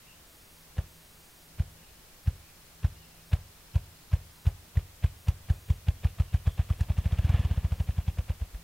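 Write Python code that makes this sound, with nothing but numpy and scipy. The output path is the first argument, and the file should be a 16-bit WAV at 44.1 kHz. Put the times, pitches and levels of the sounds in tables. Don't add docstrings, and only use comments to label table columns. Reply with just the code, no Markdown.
import sys
import numpy as np
from scipy import signal
from scipy.fft import rfft, irfft, next_fast_len
from scipy.io import wavfile
from scipy.ndimage import uniform_filter1d

SR = 44100
rng = np.random.default_rng(int(sys.argv[2]) if len(sys.argv) > 2 else 0)


def log_audio(samples):
    frames = np.atleast_2d(samples).T
    limited = np.clip(frames, -1, 1)
    pcm = np.round(limited * 32767).astype(np.int16)
    wavfile.write(sys.argv[1], SR, pcm)


def magnitude_from_level(level_db):
    exponent = np.asarray(level_db, float) / 20
    return 10 ** exponent


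N = 380583

# hz, density_db_per_hz
AIR_MID = [(20, -1.5), (60, -1), (100, -6), (330, -13), (1300, -17.5), (4000, -20.5), (8000, -22.5),
           (15800, -22.5)]
# hz, density_db_per_hz
AIR_SIDE = [(20, -38), (70, -15), (150, -25), (400, -19), (1200, -20.5), (4200, -20.5), (7000, -23),
            (15800, -23.5)]
# middle_s, half_length_s, level_db
SWELLS = [
    (0.865, 0.31, -66.5),
    (1.67, 0.28, -68.5),
    (3.054, 0.49, -65.5),
    (4.203, .45, -74),
    (8.7, 0.14, -58),
]
# start_s, length_s, start_hz, end_hz, level_db
WHISTLES = [(.02, 0.14, 2620, 2780, -66), (1.7, 0.2, 2950, 2820, -74), (1.8, 0.13, 2630, 2500, -72),
            (2.33, .1, 2200, 2250, -72), (2.41, 0.13, 2650, 2310, -68.5), (2.9, .2, 2980, 2700, -72),
            (3.07, 0.17, 2780, 2450, -74), (5.37, .14, 3320, 3230, -72), (5.52, 0.064, 2490, 2480, -71),
            (5.92, 0.1, 3330, 3300, -71), (5.948, 0.16, 2870, 2780, -72), (6.15, 0.26, 2890, 2880, -70),
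            (6.433, 0.118, 3330, 3240, -62.5)]
# turn_s, thump_peak_db, knock_db, snap_db, leading_quill_hz
BEATS = [(0.7875, -18.5, -47.5, -51, 1750), (1.6032, -15.5, -50.5, -49.5, 1610),
         (2.28, -13.5, -51.5, -48.5, 1710), (2.849, -13, -48.5, -47.5, 1650), (3.3363, -12, -47, -45, 1710),
         (3.761, -12.5, -47, -48.5, 1040), (4.1373, -12, -46.5, -46.5, 1670),
         (4.4726, -11.5, -46.5, -48, 3080), (4.775, -12.5, -49.5, -47.5, 1930),
         (5.0459, -12, -45, -47.5, 1630), (5.2883, -12.5, -50, -45, 1150), (5.506, -12.5, -47.5, -45, 1640),
         (5.7063, -12.5, -50.5, -47.5, 1020), (5.8875, -13, -47, -48, 3300),
         (6.0533, -13, -46.5, -47, 1790), (6.204, -13, -48.5, -47, 1320), (6.346, -13, -47.5, -46.5, 1720),
         (6.476, -13, -45, -48.5, 1620), (6.597, -14.5, -44.5, -47.5, 1650), (6.709, -14.5, -48, -48, 1230)]
# turn_s, thump_peak_db, knock_db, snap_db, leading_quill_hz
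ROLL = [(6.8126, -15, -51, -47.5, 1700), (6.904, -15.5, -46, -50.5, 2600), (6.9863, -16, -50, -49.5, 1210),
        (7.0614, -15.8, -45.5, -48.5, 1650), (7.129, -16, -48, -47.5, 3280),
        (7.1922, -15, -46.5, -49, 1560), (7.2497, -14.2, -53, -49.5, 1680),
        (7.2988, -13.2, -46, -46.5, 1610), (7.345, -12, -43, -47, 1580), (7.398, -15, -55, -50, 1090),
        (7.4529, -16, -54, -50.5, 1060), (7.5133, -17, -48.5, -52, 1540), (7.579, -17.5, -49, -55.5, 3140),
        (7.6492, -17, -49, -53.5, 1750), (7.724, -18, -48.5, -50, 1060), (7.8055, -17.5, -47, -51.5, 2920),
        (7.8924, -18, -47.5, -53.5, 2190), (7.9862, -17.5, -50, -52.5, 1130),
        (8.084, -17.5, -47, -49, 3300), (8.1906, -18.5, -48.5, -52, 2700),
        (8.3021, -18.5, -47.5, -51, 1530), (8.42, -22, -51, -57, 2720), (8.548, -30.5, -59, -58, 1640)]
# centre_hz, width_hz, level_db
FEATHERS = [
    [(535, 395, 14.5), (725, 100, -4)],
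    [(1040, 380, 0.5), (1680, 210, 1), (2490, 1100, 5), (3300, 180, -8)],
    [(5200, 4200, 10), (9200, 19000, -5)],
]
# width_hz, level_db
QUILL_RINGS = [
    (100, 12),
    (240, 8),
]
# lag_ms, rise_ms, fall_ms, level_db
SWISH = [
    (-14, 7.8, 5.4, 2),
    (16, 6., 6.7, 0.),
    (24, 12., 59, -9.5),
]
WAKE_TINT_DB = [-3, 2, 6, 6, 0, 0.1]
# lag_ms, signed_share
ECHOES = [(-16.3, -0.075), (-9.9, -0.112), (17.6, -0.095), (30.6, -0.06), (36.8, -0.048), (53.7, -0.047),
          (66.1, -0.006), (76.4, -0.037), (98.0, -0.013), (120.2, 0.018), (132.1, 0.011), (157.8, 0.012),
          (169.1, 0.007)]
# at_s, far_wing_lag_ms, far_wing_share, flick_re_thump_db
WINGS = [(.79, 3.86, .05, -14), (2.28, 3.16, .1, -23.5), (3.3, 2.5, 0.18, -25), (3.9, 2.85, 0.39, -40.5),
         (5., 2.93, 0.27, -27), (5.9, 3.2, 0.53, -23.5), (6.8, 3.16, 0.49, -23), (7.1, 3.55, 0.55, -17),
         (7.32, 2.4, 0.66, -28.5), (7.55, 3.73, 0.6, -21.5), (8.4, 3.5, 0.44, -18.5)]
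# from_s, to_s
FOLDED = [(.264, .633), (.88, 1.48), (1.712, 1.732), (2.23, 2.268), (3.254, 3.325), (4.325, 4.505),
          (5.173, 5.288), (5.52, 5.775), (6.508, 6.56), (6.77, 6.835), (7.75, 7.86), (8.118, 8.132)]

AIR_DB, DRONE_DB = -55.5, -72
TRILL_S, TRILL_GAP_S, TRILL_DRAG_S = 1.959, 0.0593, 6.8e-5
TRILL_START_DB, TRILL_DB_PER_NOTE = -71, 0.1226
STROKE_LEAD_S = 0.04
SNAP_LEAD_S, SNAP_JITTER_S = 0.0028, 0.0012
KNOCK_HZ, KNOCK_SPREAD = 635, 0.13
HISS_DB, SWISH_DB, SCATTER_DB = -9.5, -7, 1.5
PLUCK = 3.5
BURST_DB = 2.5
WAKE_DB, WAKE_DB_PER_DECADE, WAKE_RATE_HZ, WAKE_LAG_S = -51.5, 57.5, 18.7, 0.025
BUFFET_HZ, BUFFET_WIDTH_HZ, BUFFET_DB = 190, 100.0, 2
PUSH_MS, PUSH_MS_PER_SHARE = 3.306, -0.66
TIRED_DB, TIRED_MS_PER_DB = -17.5, 0.2
FLICK_LEAD_MS = 1.83
FOLD_HZ, TOP_HZ = 4600, 15780


def colour(x, points):
    hz, db = np.transpose(points)
    size = next_fast_len(len(x))
    f = np.arange(size // 2 + 1) * SR / size + 1
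    gain = magnitude_from_level(np.interp(np.log(f), np.log(hz), db))
    return irfft(rfft(x, size) * gain, size)[:len(x)]


def band(x, hz, width_hz):
    return signal.lfilter(*signal.iirpeak(hz, hz / width_hz, fs=SR), x)


def walk(rate_hz):
    hold = int(SR / rate_hz)
    steps = np.repeat(rng.standard_normal(N // hold + 1), hold)
    return 1.3 * uniform_filter1d(uniform_filter1d(steps, hold), hold)[:N]


def add(out, start_s, sound):
    i = int(round(start_s * SR))
    out[i:i + len(sound)] += sound[:max(len(out) - i, 0)]


def air():
    mid = colour(rng.standard_normal(N), AIR_MID)
    side = colour(rng.standard_normal(N), AIR_SIDE)
    low = signal.sosfilt(signal.butter(2, 300, fs=SR, output="sos"), mid)
    swell = mid + low * (magnitude_from_level(0.72 * walk(3.44)) - 1)
    return magnitude_from_level(AIR_DB) / mid.std() * np.array([swell + side, swell - side])


def drone(hum_hz=163, width_hz=3.0):
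    hum = band(band(rng.standard_normal(N), hum_hz, width_hz), hum_hz, width_hz)
    steady = hum / np.sqrt(uniform_filter1d(hum ** 2, SR // 6))
    t = np.arange(N) / SR
    swells = sum(magnitude_from_level(db) * np.exp(-((t - s) / half_s) ** 4) for s, half_s, db in SWELLS)
    return steady * (magnitude_from_level(DRONE_DB) + swells)


def note(length_s, start_hz, end_hz, db, wobble):
    u = np.linspace(0, 1, int(length_s * SR))
    hz = (start_hz + (end_hz - start_hz) * u) * (1 + wobble)
    return magnitude_from_level(db) * np.sin(np.pi * u) * np.sin(2 * np.pi * np.cumsum(hz) / SR) * 2


def trill():
    out = np.zeros(N)
    for k, luck in enumerate(rng.standard_normal((40, 4))):
        at_s = TRILL_S + k * (TRILL_GAP_S + k * TRILL_DRAG_S)
        db = TRILL_START_DB + k * TRILL_DB_PER_NOTE
        falling = note(0.014, 4550, 3850, db - 1.5 + 2 * luck[0], 0.015 * luck[1])
        rising = note(0.013, 4800, 5500, db + 2 * luck[2], 0.012 * luck[3])
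        add(out, at_s - 0.025, falling)
        add(out, at_s - 0.006, rising)
    return out


def whistles(blur_s=0.043, clear=0.16):
    far = np.zeros(N)
    for at_s, length_s, start_hz, end_hz, db in WHISTLES:
        wobble = 0.0402 * walk(70.1)[:int(length_s * SR)]
        add(far, at_s, note(length_s, start_hz, end_hz, db, wobble))
    t = np.arange(SR // 3) / SR
    trees = rng.standard_normal(len(t)) * np.exp(-t / blur_s)
    trees /= np.sqrt(np.sum(trees ** 2))
    return clear * far + signal.fftconvolve(far, trees)[:N]


def feathers(noise, modes, tint_db):
    return sum(magnitude_from_level(db + tint) * band(noise, hz, width) for (hz, width, db), tint in zip(modes, tint_db))


def puff(t_ms, lag_ms, rise_ms, fall_ms):
    rise = np.exp(-((t_ms - lag_ms) / rise_ms) ** 2)
    fall = np.exp(-np.abs(t_ms - lag_ms) / fall_ms)
    return np.where(t_ms < lag_ms, rise, fall)


def dulled(noise):
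    return signal.sosfilt(signal.butter(4, 3650, fs=SR, output="sos"), noise)


def strokes_of_feathers(tint_db=2.0):
    out, strokes = np.zeros(N), BEATS + ROLL
    t_ms = np.arange(-1000 * STROKE_LEAD_S, 200, 1000 / SR)
    knocks, snaps, hisses = FEATHERS
    skirt = sum(magnitude_from_level(db) * puff(t_ms, lag, rise, fall) for lag, rise, fall, db in SWISH)
    shapes = [puff(t_ms, 1.62, 7.6, 5.4), puff(t_ms, 0, 6.1, 5.3), puff(t_ms, -0.54, 2.9, 13.5), skirt]
    noise = rng.standard_normal((len(strokes), len(shapes), len(t_ms)))
    for k in range(2):
        noise[:, k, shapes[k].argmax()] += PLUCK
    noise[:, [0, 1, 3]] = dulled(noise[:, [0, 1, 3]])
    tints = tint_db * rng.standard_normal((len(strokes), len(shapes), len(knocks + snaps)))
    lucks = rng.standard_normal((len(strokes), 4))
    knock_ring, snap_ring = QUILL_RINGS
    for (turn_s, _, knock_db, snap_db, quill_hz), airs, tint, luck in zip(strokes, noise, tints, lucks):
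        knock_hz = KNOCK_HZ * np.exp(KNOCK_SPREAD * luck[0])
        knock_modes = knocks + [(knock_hz, *knock_ring)]
        snap_modes = snaps + [(quill_hz, *snap_ring)]
        snap_s = turn_s - SNAP_LEAD_S + SNAP_JITTER_S * luck[1]
        hiss_db = snap_db + HISS_DB + SCATTER_DB * luck[2]
        swish_db = (knock_db + snap_db) / 2 + SWISH_DB + SCATTER_DB * luck[3]
        parts = [(turn_s, knock_db, knock_modes), (snap_s, snap_db, snap_modes),
                 (snap_s, hiss_db, hisses), (turn_s, swish_db, knocks + snaps)]
        for (at_s, db, modes), shape, puffed, tone in zip(parts, shapes, airs, tint):
            burst = feathers(puffed * shape, modes, tone)
            level = np.sqrt(np.sum(shape ** 2) / np.sum(burst ** 2))
            add(out, at_s - STROKE_LEAD_S, magnitude_from_level(db + BURST_DB) * burst * level)
    return out


def wake_level():
    turns_s = np.array(BEATS + ROLL)[:, 0]
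    middles_s = (turns_s[1:] + turns_s[:-1]) / 2
    rate_hz = np.interp(np.arange(N) / SR - WAKE_LAG_S, middles_s, 1 / np.diff(turns_s))
    return magnitude_from_level(WAKE_DB + WAKE_DB_PER_DECADE * np.log10(rate_hz / WAKE_RATE_HZ))


def swishes(grain_db=2.0):
    knocks, snaps, _ = FEATHERS
    wake = wake_level()
    churn = feathers(dulled(rng.standard_normal(N)), knocks + snaps, WAKE_TINT_DB)
    swish = strokes_of_feathers() + churn / churn.std() * wake
    grainy = swish * magnitude_from_level(grain_db * walk(600))
    buffet = band(rng.standard_normal(N), BUFFET_HZ, BUFFET_WIDTH_HZ)
    buffet = band(buffet, BUFFET_HZ, BUFFET_WIDTH_HZ)
    thin = signal.sosfilt(signal.butter(3, 320, "high", fs=SR, output="sos"), grainy)
    return magnitude_from_level(BUFFET_DB) * wake * buffet / buffet.std() + thin


def thumps(mic_hz=46.0, mic_q=1.23, tip_hz=360, tip_ms=3.54, tip_turn_rad=3.36, tip_sag_per_ms=0.14):
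    out, size = np.zeros(N), 16384
    jw = 2j * np.pi * np.fft.rfftfreq(size, 1 / SR)
    w0 = 2 * np.pi * mic_hz
    mic = jw ** 2 / (jw ** 2 + jw * w0 / mic_q + w0 ** 2)
    wood = 1 + sum(share * np.exp(-jw * lag_ms / 1000) for lag_ms, share in ECHOES)
    t = np.arange(size) / SR - STROKE_LEAD_S + FLICK_LEAD_MS / 1000
    swing = np.exp(-(t * 1000 / tip_ms) ** 2 / 2)
    at_s, *controls = np.transpose(WINGS)
    for turn_s, db, *_ in BEATS + ROLL:
        lag_ms, share, flick_db = (np.interp(turn_s, at_s, c) for c in controls)
        push_ms = PUSH_MS + PUSH_MS_PER_SHARE * share + TIRED_MS_PER_DB * max(TIRED_DB - db, 0)
        bell = np.exp((jw * push_ms / 1000) ** 2 / 2)
        both_wings = 1 + share * np.exp(-jw * lag_ms / 1000)
        pulse = jw ** 3 * bell * both_wings * mic
        shove = irfft(pulse * wood * np.exp(-jw * STROKE_LEAD_S), size) / irfft(pulse, size).max()
        whip_hz = tip_hz * (1 - tip_sag_per_ms * lag_ms)
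        whip = swing * np.cos(2 * np.pi * whip_hz * t + tip_turn_rad)
        flick = magnitude_from_level(flick_db) * irfft(rfft(whip) * wood)
        late_s = (lag_ms - 2.4) / 1100
        add(out, turn_s + late_s - STROKE_LEAD_S, magnitude_from_level(db) * (shove + flick))
    return out


def scene():
    singers = (trill() + whistles()) * magnitude_from_level(np.array([[0.8], [-0.8]]))
    grouse = (swishes() + thumps()) * magnitude_from_level(np.array([[0.07], [-0.07]]))
    return air() + drone() + singers + grouse


def band_limit(x):
    return signal.sosfilt(signal.butter(12, 16030, fs=SR, output="sos"), x)


def record(dry):
    t = np.arange(N) / SR
    fold = uniform_filter1d(sum(1.0 * (t > a) * (t < b) for a, b in FOLDED), 600)
    treble = signal.sosfiltfilt(signal.ellip(6, 0.1, 60, FOLD_HZ, "high", fs=SR, output="sos"), dry)
    middles = signal.sosfiltfilt(signal.butter(4, (350, 3900), "band", fs=SR, output="sos"), dry)
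    power = uniform_filter1d(middles.mean(0) ** 2, 1024)
    loud = uniform_filter1d(1.0 * (power > magnitude_from_level(-50.5) ** 2), 400)
    mono_treble = magnitude_from_level(2.0) * treble.mean(0)
    mix = dry + fold * (mono_treble - treble) + loud * (middles.mean(0) - middles)
    pilot = magnitude_from_level(-84) * np.sin(2 * np.pi * 15734 * t)
    mix = signal.sosfilt(signal.ellip(10, 0.2, 70, TOP_HZ, fs=SR, output="sos"), mix + pilot)
    return band_limit(mix)


dry = scene()
out = record(dry)
log_audio(out)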